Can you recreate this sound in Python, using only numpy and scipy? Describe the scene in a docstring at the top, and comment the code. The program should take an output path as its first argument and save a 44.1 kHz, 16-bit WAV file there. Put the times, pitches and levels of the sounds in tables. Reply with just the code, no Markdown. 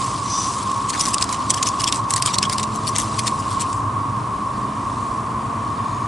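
"""Woodland by day: periodical cicadas drone in the trees above a bed of dry pine needles.
The drone is noise shaped to a narrow pitch band, so it beats by chance like a crowd of voices.
Close up, a piece of fabric slides past (noise through resonances), then needles and grass are brushed in
short strokes (coloured random slips) and snap (ringing cracks). Far off, one engine idles while another
rises and falls (sums of sines), in an open-air wash with a faint buzz and an insect whine (shaped noise)."""
import sys
import numpy as np
from scipy import signal
from scipy.fft import rfft, irfft
from scipy.io import wavfile
from scipy.ndimage import uniform_filter1d

SR = 44100
rng = np.random.default_rng(int(sys.argv[2]) if len(sys.argv) > 2 else 0)


def int16_out(signal):
    """Quantize to a 16-bit WAV file."""
    q = np.round(np.clip(np.atleast_2d(signal).T, -1, 1) * 32767)
    wavfile.write(sys.argv[1], SR, q.astype(np.int16))


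N = 267951
TIME = np.arange(N) / SR  # s
FREQS = np.fft.rfftfreq(N, 1 / SR)  # Hz

# Levels here are before each source's own trim; spectra are relative, level/dB per Hz.
# spectrum of all the cicadas together: [f/Hz, level/dB]
CHORUS_SPECTRUM = [(600, -47), (800, -30.5), (880, -20), (950, -8.5), (1010, -9.5), (1050, -1.5),
                   (1085, -0.5), (1115, -1.5), (1150, -6), (1210, -12), (1300, -20.5), (1450, -28),
                   (1900, -43.5), (3000, -88)]
# loudness of the cicada chorus: [t/s, level/dB]
CHORUS_LEVEL = [(0, -25.5), (2.2, -24.5), (3.0, -26.5), (3.8, -24.5), (4.4, -26.5), (6.08, -26)]
# needles that snap: [t/s, level/dB rms over a millisecond, ring f/Hz]
SNAPS = [(.716, -24, 2900), (1.059, -13.5, 5000), (1.1436, -7.5, 8650), (1.183, -15, 4700),
         (1.2253, -5.5, 4960), (1.2425, -17, 7900), (1.2927, -19, 4000), (1.5053, -4.5, 7160),
         (1.6295, -8.5, 6550), (1.6704, -16, 5800), (1.842, -6.5, 5270), (1.9252, -5, 3400),
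         (2.1068, -9.5, 7800), (2.1384, -7.5, 7300), (2.162, -10.5, 8000), (2.1662, -13, 4600),
         (2.224, -5.5, 4900), (2.261, -8.5, 8150), (2.386, -6, 4410), (2.429, -8, 5040),
         (2.4975, -15, 4780), (2.5831, -11.5, 4400), (2.6305, -15, 5680), (2.9624, -13, 4100),
         (2.985, -10, 9200), (3.7302, -25, 2470)]
# strokes through the needles: [peak t/s, level/dB, length t/s, brightness/dB]
STROKES = [(.899, -18.5, 0.011, 9), (.946, -23.5, 0.016, 0), (1.013, -22.5, 0.05, 5),
           (1.081, -21.5, 0.033, 2.5), (1.138, -24, 0.0099, 5), (1.213, -28, 0.018, 1),
           (1.328, -22, 0.025, 2.5), (1.506, -13, 0.0085, 2), (1.543, -21, 0.0078, 1),
           (1.574, -24, 0.013, 2), (1.673, -17, 0.019, 5.5), (1.808, -21, 0.018, 1),
           (1.879, -19, 0.019, -1.5), (1.957, -27, 0.032, 3), (2.107, -21.5, .018, 5),
           (2.183, -29, 0.02, 2), (2.277, -22, 0.037, -4), (2.344, -19, 0.015, -3),
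           (2.44, -22.5, 0.022, -10), (2.529, -25.5, 0.025, 0), (2.6, -25, 0.015, 3),
           (2.635, -23, 0.011, 2), (2.753, -31, 0.024, 14), (2.883, -22, 0.017, 8),
           (2.962, -21.5, .014, -3), (3.005, -21.5, 0.032, 5), (3.193, -21, 0.0099, 4),
           (3.271, -23.5, .022, 1), (3.399, -29.5, 0.0089, 7), (3.512, -29.5, 0.027, 7),
           (3.609, -24.5, 0.02, 7)]
# resonances of the sliding fabric: [f/Hz, width f/Hz, level/dB]
FABRIC_RESONANCES = [(3570, 280, -14.5), (5000, 520, -7), (5960, 620, 0.5)]
# light steady brushing: [t/s, level/dB, brightness/dB]
BRUSHING = [(0, -32.5, 1), (.24, -37, -2), (.44, -31.5, 6), (.7, -37, 0), (.87, -38.5, -2), (1.3, -39, -5),
            (1.75, -38.5, -3), (2.05, -44.5, -7), (2.8, -41, -4), (3.15, -36, 0.5), (3.35, -41, 1),
            (3.62, -38.5, -8), (3.77, -43, 10), (3.84, -49.5, -17), (4.5, -48, -15), (5.1, -45.5, -2),
            (5.3, -50, -15), (6.08, -45, -17)]
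# spectrum of dry needles and grass: [f/Hz, level/dB]
NEEDLE_SPECTRUM = [(300, -10), (1200, -7.5), (2000, -4.5), (3200, -2), (4600, -0.5), (5600, 0), (6700, -2),
                   (7700, 0.5), (8700, -1.5), (10000, -6.5), (10900, -10), (12000, -24.5)]
# lines of the idling engine, and one further line between them: [f as a ratio to the engine cycle, level/dB]
IDLE_ORDERS = [(11, -3.5), (12, 0.5), (13, -0.5), (13.66, 0), (14, -7), (15, -2.5), (17, -4.5), (20, -7),
               (31, -12.5)]
# loudness of the idling engine: [t/s, level/dB]
IDLE_LEVEL = [(0, -32), (1, -39.5), (2, -34), (2.6, -32.5), (3.1, -31), (4.3, -30.5), (4.8, -35),
              (5.5, -33), (6.08, -32)]
# pitch and loudness of the far engine: [t/s, f/Hz, level/dB]
ENGINE_RUN = [(0, 191.3, -39.5), (1.1, 196.6, -40), (1.7, 196, -47), (2.25, 177, -39.5), (2.5, 208, -32.5),
              (2.85, 219.8, -36.5), (3.35, 212.5, -33.5), (3.8, 207.5, -52), (4.6, 207, -33),
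              (4.9, 217.5, -40), (5.5, 226, -34.5), (6.08, 222.5, -45.5)]
# orders of the far engine: [multiple of its pitch, level/dB]
ENGINE_ORDERS = [(1, 0), (2, -10.5), (3, -14)]
# spectrum of distant traffic and open air: [f/Hz, level/dB]
AIR_SPECTRUM = [(10, -24), (30, -22), (60, -1.5), (130, -3), (165, -3), (290, 0), (400, -8.5), (540, -11),
                (720, -7.5), (1400, -16.5), (2700, -25.5), (4500, -34), (8700, -29), (11000, -34.5)]
# loudness of that wash: [t/s, level/dB]
AIR_LEVEL = [(0, -32.5), (.8, -32.5), (1.6, -30.5), (2.2, -33), (3, -31.5), (4, -31.5), (4.8, -31.5),
             (5.4, -31), (6.08, -32)]
# resonances of the faint far buzz: [f/Hz, width f/Hz, level/dB]
BUZZ_RESONANCES = [(1830, 260, 0), (2380, 120, -4), (3620, 130, -9)]
# loudness of the buzz: [t/s, level/dB]
BUZZ_LEVEL = [(4.2, -75), (4.65, -52), (4.9, -54), (5.2, -59), (5.6, -52), (5.9, -46.5), (6.08, -49)]
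# resonances of the thin insect whine: [f/Hz, width f/Hz, level/dB]
WHINE_RESONANCES = [(6712, 15, -2), (6640, 260, 0)]
# loudness of the whine: [t/s, level/dB]
WHINE_LEVEL = [(5.4, -78), (5.7, -63), (5.9, -54), (6.08, -55)]
# stereo width of far sounds: [f/Hz, side against middle level/dB]
FAR_WIDTH = [(30, -31), (110, -40), (200, -31), (280, -22), (400, -15), (700, -13.5), (1100, -9.2),
             (2200, -7.5), (3500, -10), (5000, -22), (9000, -50)]
# stereo width of the brushing and the fabric: [f/Hz, side against middle level/dB]
SOFT_WIDTH = [(2000, -50), (6000, -52), (8500, -29), (9800, -18), (11000, -3)]
# stereo width of strokes and snaps: [f/Hz, side against middle level/dB]
NEAR_WIDTH = [(2000, -17), (5500, -14), (8000, -10), (9200, -3), (10500, 0)]
# lean of close sounds between the two ports: [f/Hz, left minus right level/dB]
NEAR_LEAN = [(1500, 4), (4500, 0.1), (7300, 3.5), (8200, -3), (8850, -5), (9300, 4), (9800, 19)]

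RISE_SHARE, STROKE_SHAPE = 0.44, 1.53  # share of a stroke's length spent building; curve exponent
# each snap jolts its neighbours into a short crunch, set against the snap's level
CRUNCH_DB, CRUNCH_RISE_S, CRUNCH_FALL_S = -11.5, 0.0022, 0.0036
# the fabric slides past once
SLIDE_S, SLIDE_DB, SLIDE_RISE_S, SLIDE_FALL_S = 0.35, -26.5, 0.053, 0.11
IDLE_HZ = 8.72  # engine cycle rate
EDGE_HZ = 10950  # top of the recorded band


def amp(db):
    """Decibels to gain."""
    return 10 ** (np.asarray(db) / 20)


def unit(x):
    """Scales to an rms of one."""
    return x / np.sqrt(np.mean(x ** 2) + 1e-20)


def at_hz(points, hz=FREQS):
    """Reads (Hz, value) points on a log-frequency axis."""
    f, value = np.transpose(points)
    return np.interp(np.log(hz + 1), np.log(f), value)


def curves(rows):
    """Every column of a timed table, sample by sample."""
    s, *columns = np.transpose(rows)
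    return [np.interp(TIME, s, column) for column in columns]


def add(mix, s, sound):
    """Mixes a sound in at time s."""
    part = mix[..., max(round(s * SR), 0):][..., :sound.shape[-1]]
    part += sound[..., :part.shape[-1]]


def white():
    """Two unrelated noises."""
    return rng.standard_normal((2, N))


def drift(rate_hz):
    """Slow random movement with an rms of one."""
    return unit(irfft(rfft(rng.standard_normal(N)) * np.exp(-FREQS / rate_hz), N))


def wavering(depth, rate_hz):
    """A gain near one that drifts as the air moves."""
    return 1 + depth * drift(rate_hz)


def swell(s, rise_s, fall_s, shape):
    """Power that builds to one at time s and dies away."""
    power = np.zeros(N)
    near = (TIME > s - 8 * rise_s) & (TIME < s + 8 * fall_s)
    lag = TIME[near] - s
    span = np.where(lag < 0, rise_s, fall_s)
    power[near] = np.exp(-abs(lag / span) ** shape)
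    return power


def colour(pair, gain, width):
    """Filters two unrelated signals into the middle and side of a left-right pair."""
    common, apart = rfft(pair) * gain
    mid = irfft(common, N)
    side = irfft(apart * amp(at_hz(width)), N)
    return np.array([mid + side, mid - side]) / mid.std()


def resonances(modes):
    """Gain of a few steep-sided resonances, each holding its own share of the power."""
    power = 0
    for hz, width, db in modes:
        offset = (FREQS - hz) / width * 2
        power = power + amp(db) ** 2 / width / (1 + offset ** 2) ** 2
    return np.sqrt(power)


def brighten(x, bright_db, split_hz=5500):
    """Tips the balance between upper and lower treble, roughly keeping the power."""
    low = irfft(rfft(x) / (1 + (FREQS / split_hz) ** 4), N)
    tip = amp(bright_db / 2)
    tipped = low / tip + (x - low) * tip
    return tipped / np.sqrt((tip ** 2 + tip ** -2) / 2)


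def chorus(level_db=0.33):
    """Thousands of far voices near one pitch merge like narrow-band noise, a drone that beats by chance."""
    drone = colour(white(), amp(at_hz(CHORUS_SPECTRUM)), FAR_WIDTH)
    return drone * amp(curves(CHORUS_LEVEL)[0] + level_db)


def snaps(level_db=-1, bright_db=5.5, bright_db_per_octave=5, crack_s=0.00024, tail_s=0.0046,
          tail_db=-17, ring_db=8, ring_width_hz=600, pivot_hz=5200):
    """A needle lets go: a sharp crack with a faint tail rings at its own pitch; high needles are brighter."""
    size, lead = 1024, 64  # samples
    t = (np.arange(size) - lead) / SR
    hz = np.fft.rfftfreq(size, 1 / SR)
    out = np.zeros((2, N))
    fade = (t >= 0) * (np.exp(-abs(t) / crack_s) + amp(tail_db) * np.exp(-abs(t) / tail_s))
    octaves = np.log2(np.clip(hz, 1500, 9000) / pivot_hz)
    side_gain = amp(at_hz(NEAR_WIDTH, hz))
    for s, db, ring_hz in SNAPS:
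        ring = 1 + amp(ring_db) / (1 + 2j * (hz - ring_hz) / ring_width_hz)
        tip_db = bright_db + bright_db_per_octave * np.log2(ring_hz / pivot_hz)
        gain = ring * amp(at_hz(NEEDLE_SPECTRUM, hz) + 0.5 * tip_db * octaves)
        common, apart = rfft(rng.standard_normal((2, size)) * fade) * gain
        mid, side = irfft(common), irfft(apart * side_gain)
        crack = np.array([mid + side, mid - side]) / np.linalg.norm(mid)
        # unit energy becomes an rms of one over a millisecond
        add(out, s - lead / SR, crack * amp(db + level_db) * np.sqrt(SR / 10 ** 3))
    return out


def friction(width, slips_per_s, spread_db, hiss, tint_db):
    """Tiny slips of uneven size over a fine hiss, coloured by the dry needles."""
    size = amp(spread_db * np.minimum(rng.exponential(1, N), 3))
    slipping = rng.random(N) < slips_per_s / SR
    slips = unit(rng.choice([-1, 1], (2, N)) * size * slipping)
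    z = signal.stft(slips + hiss * white(), nperseg=256, noverlap=192)[2]
    # the needles in contact keep changing, each favouring its own pitches
    patches = uniform_filter1d(rng.standard_normal(z.shape[1:]), size=3, axis=0)
    tint = unit(uniform_filter1d(patches, size=12, axis=1))
    tinted = signal.istft(z * amp(tint_db * tint), nperseg=256, noverlap=192)[1][:, :N]
    return colour(tinted, amp(at_hz(NEEDLE_SPECTRUM)), width)


def strokes(level_db=-0.5, bright_db=-1, catch_db=2.6, catch_hz=90):
    """Each stroke presses more needles into slipping, then lets them go; they catch unevenly on the way."""
    power, tone = np.full(N, 1e-12), np.zeros(N)
    for s, db, length, tip_db in STROKES:
        rise_s, fall_s = RISE_SHARE * length, (1 - RISE_SHARE) * length
        press = amp(db) ** 2 * swell(s, rise_s, fall_s, STROKE_SHAPE)
        power += press
        tone += press * tip_db
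    for s, db, _ in SNAPS:
        power += amp(db + CRUNCH_DB) ** 2 * swell(s, CRUNCH_RISE_S, CRUNCH_FALL_S, STROKE_SHAPE)
    grains = friction(NEAR_WIDTH, slips_per_s=1500, spread_db=5.5, hiss=0.6, tint_db=4.5)
    rustle = brighten(grains, tone / power + bright_db)
    return rustle * np.sqrt(power) * amp(level_db + catch_db * drift(catch_hz))


def fabric():
    """A piece of fabric slides past close up: a soft resonant hiss, noise through a few broad resonances."""
    slide = np.sqrt(swell(SLIDE_S, SLIDE_RISE_S, SLIDE_FALL_S, shape=2.4))
    return colour(white(), resonances(FABRIC_RESONANCES), SOFT_WIDTH) * slide * amp(SLIDE_DB)


def close_by(pair):
    """Leans a close sound towards one port or the other, band by band."""
    left = amp(at_hz(NEAR_LEAN))
    lean = irfft(rfft(pair.mean(0)) * (left - 1) / (left + 1), N)
    return pair + np.array([lean, -lean])


def brushing(level_db=1.5):
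    """Light contact keeps up a soft, fine-grained hiss."""
    db, bright_db = curves(BRUSHING)
    grains = friction(SOFT_WIDTH, slips_per_s=2500, spread_db=9.5, hiss=1.32, tint_db=2.5)
    return brighten(grains, bright_db) * amp(db + level_db)


def idling(level_db=0.5, waver=0.44):
    """Unequal cylinders put lines at multiples of the engine cycle, which beat into a low throb; one further
    line sits between them."""
    lines = np.zeros(N)
    for k, db in IDLE_ORDERS:
        tone = np.sin(2 * np.pi * (k * IDLE_HZ * TIME + rng.random()))
        lines += amp(db) * wavering(waver, rate_hz=1.95) * tone
    return unit(lines) * amp(curves(IDLE_LEVEL)[0] + level_db)


def engine(level_db=-1, waver=0.21):
    """Only the lowest orders carry this far; the moving air makes them waver."""
    hz, db = curves(ENGINE_RUN)
    turn = 2 * np.pi * np.cumsum(hz) / SR
    orders = np.zeros(N)
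    for k, order_db in ENGINE_ORDERS:
        orders += amp(order_db) * wavering(waver, rate_hz=15.0) * np.sin(k * turn)
    return np.sqrt(2) * amp(db + level_db) * orders


def distance():
    """Open-air wash, a faint buzz and one thin insect whine, each a noise through its own spectrum."""
    layers = [(amp(at_hz(AIR_SPECTRUM)), AIR_LEVEL),
              (resonances(BUZZ_RESONANCES), BUZZ_LEVEL),
              (resonances(WHINE_RESONANCES), WHINE_LEVEL)]
    return sum(colour(white(), gain, FAR_WIDTH) * amp(curves(level)[0]) for gain, level in layers)


def scene():
    """Fabric, strokes and snaps lean between the sides; chorus and distance spread; engines sit centred."""
    near = close_by(snaps() + strokes() + fabric()) + brushing()
    far = idling() + engine() + distance()
    return chorus() + near + far


def record(dry):
    """The sharpest peaks overload the recorder and clip; then a low-pass limits the band."""
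    low_pass = signal.firwin(511, EDGE_HZ, window=("kaiser", 8), fs=SR)
    return signal.oaconvolve(np.clip(dry, -0.8, 0.8), low_pass[None], "same")


dry = scene()
out = record(dry)
int16_out(out)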